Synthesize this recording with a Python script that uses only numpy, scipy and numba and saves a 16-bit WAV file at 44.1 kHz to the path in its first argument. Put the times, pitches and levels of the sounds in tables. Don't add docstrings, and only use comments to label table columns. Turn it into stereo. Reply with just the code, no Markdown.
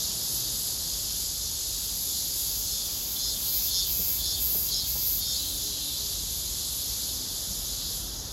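import sys
import numpy as np
from scipy import signal
from scipy.fft import rfft, irfft
from scipy.io import wavfile
from scipy.ndimage import uniform_filter1d
from numba import njit

SR = 44100
rng = np.random.default_rng(int(sys.argv[2]) if len(sys.argv) > 2 else 0)


def transcribe(signal):
    frames = np.atleast_2d(signal).T
    limited = np.clip(frames, -1, 1)
    pcm = np.round(limited * 32767).astype(np.int16)
    wavfile.write(sys.argv[1], SR, pcm)


N = 366912
T = np.arange(N) / SR
HZ = np.fft.rfftfreq(N, 1 / SR)
STEADY_JITTER_S = 4e-6
# frequency in Hz,
# left phase lead in radians, likeness from 0 to 1, left minus right in dB.
STEREO_IMAGE = [(82.5, 0, 1, 1), (252, 0.2, 0.84, 2), (950, 0.3, 0.24, 3), (1600, -.1, 1, 0),
                (2500, -.15, 1, 0), (3400, -0.5, 0.81, 0), (5000, 0.85, 1, 0.5), (5840, -1.16, 0.5, -4.5),
                (6500, 0, 0.4, 6.5), (6610, 0.5, 0.25, -1.5), (7200, -1.9, .85, 0), (8100, -2.6, .95, 0),
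                (8380, -3.12, .999, 0), (8900, -3.17, .999, 0), (9200, -3.5, .97, 0), (11260, -5, 0.39, 0),
                (12300, -5.9, .8, 0), (13200, -6.27, 1, 0)]


def undb(db):
    return 10 ** (np.asarray(db) / 20)


def level(x, db):
    return x * undb(db) / np.sqrt(np.mean(x ** 2))


def in_time(table):
    times, *columns = np.transpose(table)
    return [np.interp(T, times, column) for column in columns]


def in_hz(table, hz):
    points_hz, *columns = np.transpose(table)
    return [np.interp(np.log(hz + 1), np.log(points_hz), column) for column in columns]


def walk(rate):
    hold = int(SR / rate)
    steps = np.repeat(rng.standard_normal(N // hold + 1), hold)
    return uniform_filter1d(uniform_filter1d(steps, hold), hold)[:N]


def ring(x, hz, width_hz):
    b, a = signal.iirpeak(hz, hz / width_hz, SR)
    return signal.lfilter(b, a, signal.lfilter(b, a, x))


@njit
def moving_ring(x, hz, width_hz):
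    y, band_state, low_state = np.empty(len(x)), 0., 0.
    for i in range(len(x)):
        tuning, damping = np.tan(np.pi * hz[i] / SR), width_hz / hz[i]
        band = (band_state + tuning * (x[i] - low_state)) / (1 + tuning * (tuning + damping))
        band_state, low_state = 2 * band - band_state, low_state + 2 * tuning * band
        y[i] = damping * band
    return y


def bands(colour, lowest_hz, count):
    spectrum = rfft(rng.standard_normal((2, N))) * undb(in_hz(colour, HZ)[0])
    for k in range(count):
        centre = lowest_hz * np.sqrt(2) ** k
        octaves = np.clip(np.log2((HZ + 1) / centre), -.5, .5)
        yield centre, irfft(spectrum * np.cos(np.pi * octaves) ** 2, N)


def traffic():
    # frequency in Hz, relative level in dB.
    road_colour = [(24, -24), (33, -23), (43, 3), (62, 0.5), (85, -4), (160, -10), (329, -14.5), (900, -20),
                   (1800, -27), (2400, -38.5), (3200, -40.5)]
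    # time in seconds, rumble in dB, rush in dB.
    road_levels = [(0, -44, -45.5), (.7, -46, -47.5), (2, -46.5, -49), (3.3, -46.5, -48), (5, -44, -49),
                   (6.5, -44.5, -48.5), (7.6, -44, -47), (8.3, -43.5, -47)]
    spectrum = rfft(rng.standard_normal((2, N))) * undb(in_hz(road_colour, HZ)[0])
    bass = 1 / (1 + (HZ / 110) ** 4)
    rumble = irfft(spectrum * bass, N) * undb(1.5 * walk(3))
    rush = irfft(spectrum * (1 - bass), N) * undb(.8 * walk(4))
    rumble_db, rush_db = in_time(road_levels)
    return level(rumble, 0) * undb(rumble_db) + level(rush, 0) * undb(rush_db)


def hums():
    # start in seconds, end in seconds, pitch in Hz, level in dB.
    hum_cues = [(.25, 0.557, 125, -46), (5.32, 5.441, 535, -53), (5.4, 5.95, 301, -52),
                (5.633, 5.74, 411, -51), (5.997, 6.12, 406, -53), (6.95, 7.296, 258.5, -51)]
    out = np.zeros(N)
    for start, end, hz, db in hum_cues:
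        swell = np.sin(np.pi * np.clip((T - start) / (end - start), 0, 1)) ** .18
        gain = undb(db + 2.2 * walk(14)) * swell
        out += gain * np.sin(2 * np.pi * np.cumsum(hz + 3 * walk(9.5)) / SR)
    return out


def knocks():
    # start in seconds, level in dB, thud in Hz, crack in Hz, crack against thud in dB.
    knock_cues = [(3.989, -33, 185, 450, -10), (4.545, -35, 175.3, 450, -4.5), (4.951, -35, 133, 760, -7.5),
                  (7.508, -35, 193, 494, -19)]
    attack_s, thud_t60_s, crack_t60_s = .003, .11, .17
    out, t = np.zeros(N), T[:SR // 5]
    for start, db, thud_hz, crack_hz, crack_db in knock_cues:
        thud = np.sin(2 * np.pi * thud_hz * t) * undb(-60 * t / thud_t60_s)
        noise = ring(rng.standard_normal(len(t)), crack_hz, width_hz=420)
        crack = level(noise, crack_db) * undb(-60 * t / crack_t60_s)
        out[int(start * SR):][:len(t)] += undb(db) * (thud + crack) * np.minimum(t / attack_s, 1)
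    return out


def rib_clicks(cycle_hz, jitter_s):
    # place in the cycle from 0 to 1, level in dB.
    ribs = [(0, -0.5), (0.069, -5), (0.158, -3.5), (0.489, 1.5), (.556, -7), (0.659, 1)]
    cycles = np.cumsum(cycle_hz) / SR
    whole_cycles = np.arange(1, cycles[-1] - 1)
    slip_s = 5e-5 * walk(4)
    out = np.zeros(N)
    for share, db in ribs:
        due_s = np.interp(whole_cycles + share, cycles, T)
        due = (due_s * SR).astype(int)
        timing_scatter, level_scatter = rng.standard_normal((len(due), 2)).T
        drift_s = 3.5e-5 * (share > 0) * walk(14)[due] + (share > .4) * slip_s[due]
        position = (due_s + drift_s + jitter_s[due] * timing_scatter) * SR
        strength = undb(db + 2 * walk(14)[due] + 1.2 * level_scatter)
        taps = np.floor(position)[:, None] + np.arange(-7, 9)
        offset = taps - position[:, None]
        click = np.sinc(offset) * np.cos(np.pi * offset / 16) ** 2
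        np.add.at(out, np.clip(taps, 0, N - 1).astype(int), click * strength[:, None])
    return out


def wall_echoes(hiss):
    rise_s, t60_s = .004, .03
    t = T[:SR // 40]
    tail = rng.standard_normal(len(t)) * np.minimum(t / rise_s, 1) ** 2 * undb(-60 * t / t60_s)
    tail = level(tail, db=-9) / np.sqrt(len(t))
    return hiss + signal.fftconvolve(hiss, tail[None])[:, :N]


def chorus():
    # time in seconds, level in dB, tilt in dB per octave.
    chorus_ride = [(0, -27, -1), (.3, -27.5, -0.5), (1, -28, 0), (2, -27.5, 0), (3, -28.5, -0.5),
                   (4, -28.5, 0), (5, -29.5, -0.5), (6, -28.5, -1.5), (7, -28.5, -0.5), (7.7, -30.5, -0.5),
                   (7.85, -30, -1), (7.95, -29.5, -0.5), (8.03, -31.5, -0.5), (8.1, -33.5, -1.5),
                   (8.32, -36.5, -3)]
    # frequency in Hz, relative level in dB.
    hiss_colour = [(2000, -29), (2700, -21), (3400, -7), (4400, -4.5), (4850, -1.5), (5500, -5), (6900, 0),
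                   (8000, -1.5), (8700, .5), (9700, 1), (10400, -3), (12300, -3), (13150, -9), (13800, -37),
                   (16000, -45)]
    # time in seconds, level in dB.
    ringing_ride = [(0, -41), (.3, -46), (1.2, -42), (1.8, -50), (2.4, -43), (5, -49), (6.5, -67),
                    (7.3, -46), (7.75, -47), (7.92, -45), (8.05, -58), (8.32, -52)]
    # muscle cycle in Hz, ring in Hz,
    # width in Hz, level against the hiss in dB.
    neighbours = [(176, 4800, 1000, -19), (191, 6700, 1300, -16)]
    throb_hz, throb_depth, throb_band_hz = 52, .16, 8600
    level_db, tilt_db = in_time(chorus_ride)
    throb_phase = 2 * np.pi * np.cumsum(throb_hz + 1.32 * walk(3.04)) / SR
    throb = np.cos(throb_phase) * (1 + .5 * walk(1.87))
    hiss = 0
    for hz, noise in bands(hiss_colour, lowest_hz=2050, count=7):
        depth = throb_depth * np.exp(-(np.log2(hz / throb_band_hz) / .4) ** 2)
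        waver_db = .29 * walk(3.06) + .95 * walk(7) + 1.36 * walk(14)
        hiss = hiss + noise * (1 + depth * throb) * undb(waver_db + tilt_db * np.log2(hz / 6000))
    ringing = ring(rng.standard_normal((2, N)), hz=4890, width_hz=830)
    bed = level(wall_echoes(hiss), 0)
    for cycle_hz, hz, width_hz, db in neighbours:
        clicks = rib_clicks(cycle_hz + 3 * walk(3), np.full(N, STEADY_JITTER_S))
        bed[0] += level(ring(clicks, hz, width_hz), db) * undb(3.8 * walk(2.98))
    return bed * undb(level_db) + level(ringing, 0) * undb(in_time(ringing_ride)[0])


def abdomen_pumps():
    # opening and closing in seconds, sac peak in Hz, open low ring in dB;
    # muscle cycle in Hz after the previous close, before opening and once ajar; low drone while shut
    # in dB; shrill ring in dB after the previous close and before opening.
    pumps = [(2.041, 2.276, 4350, -40, 171.3, 171.7, 176.3, -58, -58, -50),
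             (2.599, 2.896, 5050, -39, 173.4, 174, 179.3, -56, -52, -36.5),
             (3.121, 3.403, 5150, -33.5, 177.5, 178.7, 182.6, -55, -41, -33),
             (3.641, 3.9, 5100, -32.5, 179.7, 180.2, 182.4, -49.5, -37.5, -28.5),
             (4.158, 4.419, 5150, -32.5, 181, 182, 183.8, -50.5, -29.5, -28.5),
             (4.65, 4.893, 5250, -32, 182, 182.4, 184.7, -52.5, -28.5, -28),
             (5.15, 5.44, 5050, -33.5, 182.7, 182.4, 183.2, -54.5, -28.5, -26.5)]
    # time in seconds, sac pitch in Hz,
    # muscle cycle in Hz, low ring in dB, shrill ring in dB.
    dying_fall = [(5.42, 3690, 179.8, -34.5, -40), (5.499, 3740, 176, -34.5, -40),
                  (5.56, 3730, 173, -35, -47), (5.62, 3704, 169.8, -35, -46), (5.72, 3710, 164.5, -35, -50),
                  (5.84, 3750, 155, -35, -64), (6, 3810, 143, -37, -74), (6.251, 3695, 134, -44, -77)]
    # time in seconds, jitter in seconds.
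    rasp = [(5.6, 8e-6), (5.8, 1.6e-5), (6, 4e-5)]
    opening_s, closing_s, swell_s, accent_s = .04525, .038, .025, .023
    sac_shut_hz, sac_rested_hz, sac_ajar_hz = 2800, 2450, 3650
    swell_db, accent_db = 3, 5
    low_sag_db, drone_sag_db, cycle_sag_hz = .4, 4, 1.8
    shrill_open_db, shrill_drop_db, shrill_fade_s, shrill_return_s = -50, 4, .074, .092
    opening_jitter_s, open_jitter_s = 1.6e-5, 8e-6
    shut = 1.6
    hush = (shut - closing_s, -85)
    sac, cycle, low, shrill, jitter = [], [], [hush], [hush], []
    for (opens, closes, peak_hz, low_db, after_hz, before_hz, ajar_hz,
         drone_db, shrill_from_db, shrill_to_db) in pumps:
        ajar, narrowing = opens + opening_s, closes - closing_s
        crest = [(opens + share * (closes - opens), peak_hz) for share in (.39, .63)]
        sac += [(shut, sac_shut_hz), (opens, sac_rested_hz), (ajar, sac_ajar_hz),
                *crest, (narrowing, sac_ajar_hz)]
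        cycle += [(shut, after_hz), (opens, before_hz),
                  (ajar, ajar_hz), (narrowing, ajar_hz - cycle_sag_hz)]
        low += [(shut, drone_db + accent_db), (shut + accent_s, drone_db),
                (opens, drone_db - drone_sag_db), (ajar, low_db - swell_db),
                (ajar + swell_s, low_db + low_sag_db), (narrowing - swell_s, low_db - low_sag_db),
                (narrowing, low_db - swell_db / 2)]
        shrill += [(shut, shrill_from_db), (opens, shrill_to_db), (ajar, shrill_to_db - shrill_drop_db),
                   (opens + shrill_fade_s, shrill_open_db), (closes - shrill_return_s, shrill_open_db)]
        jitter += [(shut - closing_s, open_jitter_s), (shut, STEADY_JITTER_S),
                   (opens - accent_s / 2, STEADY_JITTER_S), (opens, opening_jitter_s),
                   (ajar, opening_jitter_s), (ajar + accent_s / 2, open_jitter_s)]
        shut = closes
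    cycle.pop()
    fall_times, *endings = np.transpose(dying_fall)
    for moves, ending in zip((sac, cycle, low, shrill), endings):
        moves.extend(zip(fall_times, ending))
    return [in_time(moves)[0] for moves in (sac, cycle, low, shrill, jitter + rasp)]


def leaf_scatter(song):
    t, t60_s = T[:SR // 10], .05
    tails = rng.standard_normal((2, len(t))) * undb(-60 * t / t60_s)
    tails /= np.sqrt(np.sum(tails ** 2, axis=1, keepdims=True))
    near, scattered = (signal.fftconvolve(song, tail)[:N] for tail in tails)
    return np.array([song + undb(-12) * near, scattered])


def cicada():
    # pitch in Hz, width in Hz, relative level in dB.
    shrill_modes = [(12150, 800, -6.5), (12600, 700, -1), (12950, 600, -1), (15150, 1500, -7)]
    # pitch in Hz, width in Hz, relative level in dB,
    # sac pitch in Hz above which the mode fades in.
    low_modes = [(3650, 500, -2, 2900), (4030, 500, -.5, 2900), (4850, 800, -1, 3600),
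                 (6600, 600, -3, 3600)]
    # sac pitch in Hz, relative level in dB.
    sac_radiation = [(2800, -2.5), (3200, -9), (3900, -7), (4900, -3)]
    fade_span_hz, sac_width_hz = 800, 1350.
    sac_hz, cycle_hz, low_db, shrill_db, jitter_s = abdomen_pumps()
    clicks = rib_clicks(cycle_hz, jitter_s)
    shrill = sum(undb(db) * ring(clicks, hz, width) for hz, width, db in shrill_modes)
    sac_hz = sac_hz + 150 * walk(7)
    sac = clicks
    for _ in range(3):
        sac = moving_ring(sac, sac_hz, sac_width_hz)
    radiated = signal.sosfilt(signal.butter(6, 3450, "high", fs=SR, output="sos"), clicks)
    tymbals = sum(level(ring(radiated, hz, width), db) * np.clip((sac_hz - from_hz) / fade_span_hz, 0, 1)
                  for hz, width, db, from_hz in low_modes)
    low = undb(-4.5) * tymbals + level(sac, in_hz(sac_radiation, sac_hz)[0])
    low_gain = undb(low_db + 1.2 * walk(12))
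    shrill_gain = undb(shrill_db + 1.8 * walk(21.99))
    return low_gain * low + shrill_gain * level(shrill, 0)


def scene():
    common, unlike = leaf_scatter(cicada()) + chorus() + traffic()
    common = common + hums() + knocks()
    likeness = np.clip(in_hz(STEREO_IMAGE, HZ)[1], 0, 1)
    mid = rfft(common) * np.sqrt((1 + likeness) / 2)
    side = rfft(unlike) * np.sqrt((1 - likeness) / 2)
    return irfft(np.array([mid + side, mid - side]), N)


def record(dry):
    lead, _, balance_db = in_hz(STEREO_IMAGE, HZ)
    left_response = np.exp(.5j * lead) * undb(balance_db / 2)
    wet = irfft(rfft(dry) * np.array([left_response, 1 / left_response]), N)
    top_hz = 15800
    return signal.sosfilt(signal.ellip(10, .2, 80, top_hz, fs=SR, output="sos"), wet)


dry = scene()
out = record(dry)
transcribe(out)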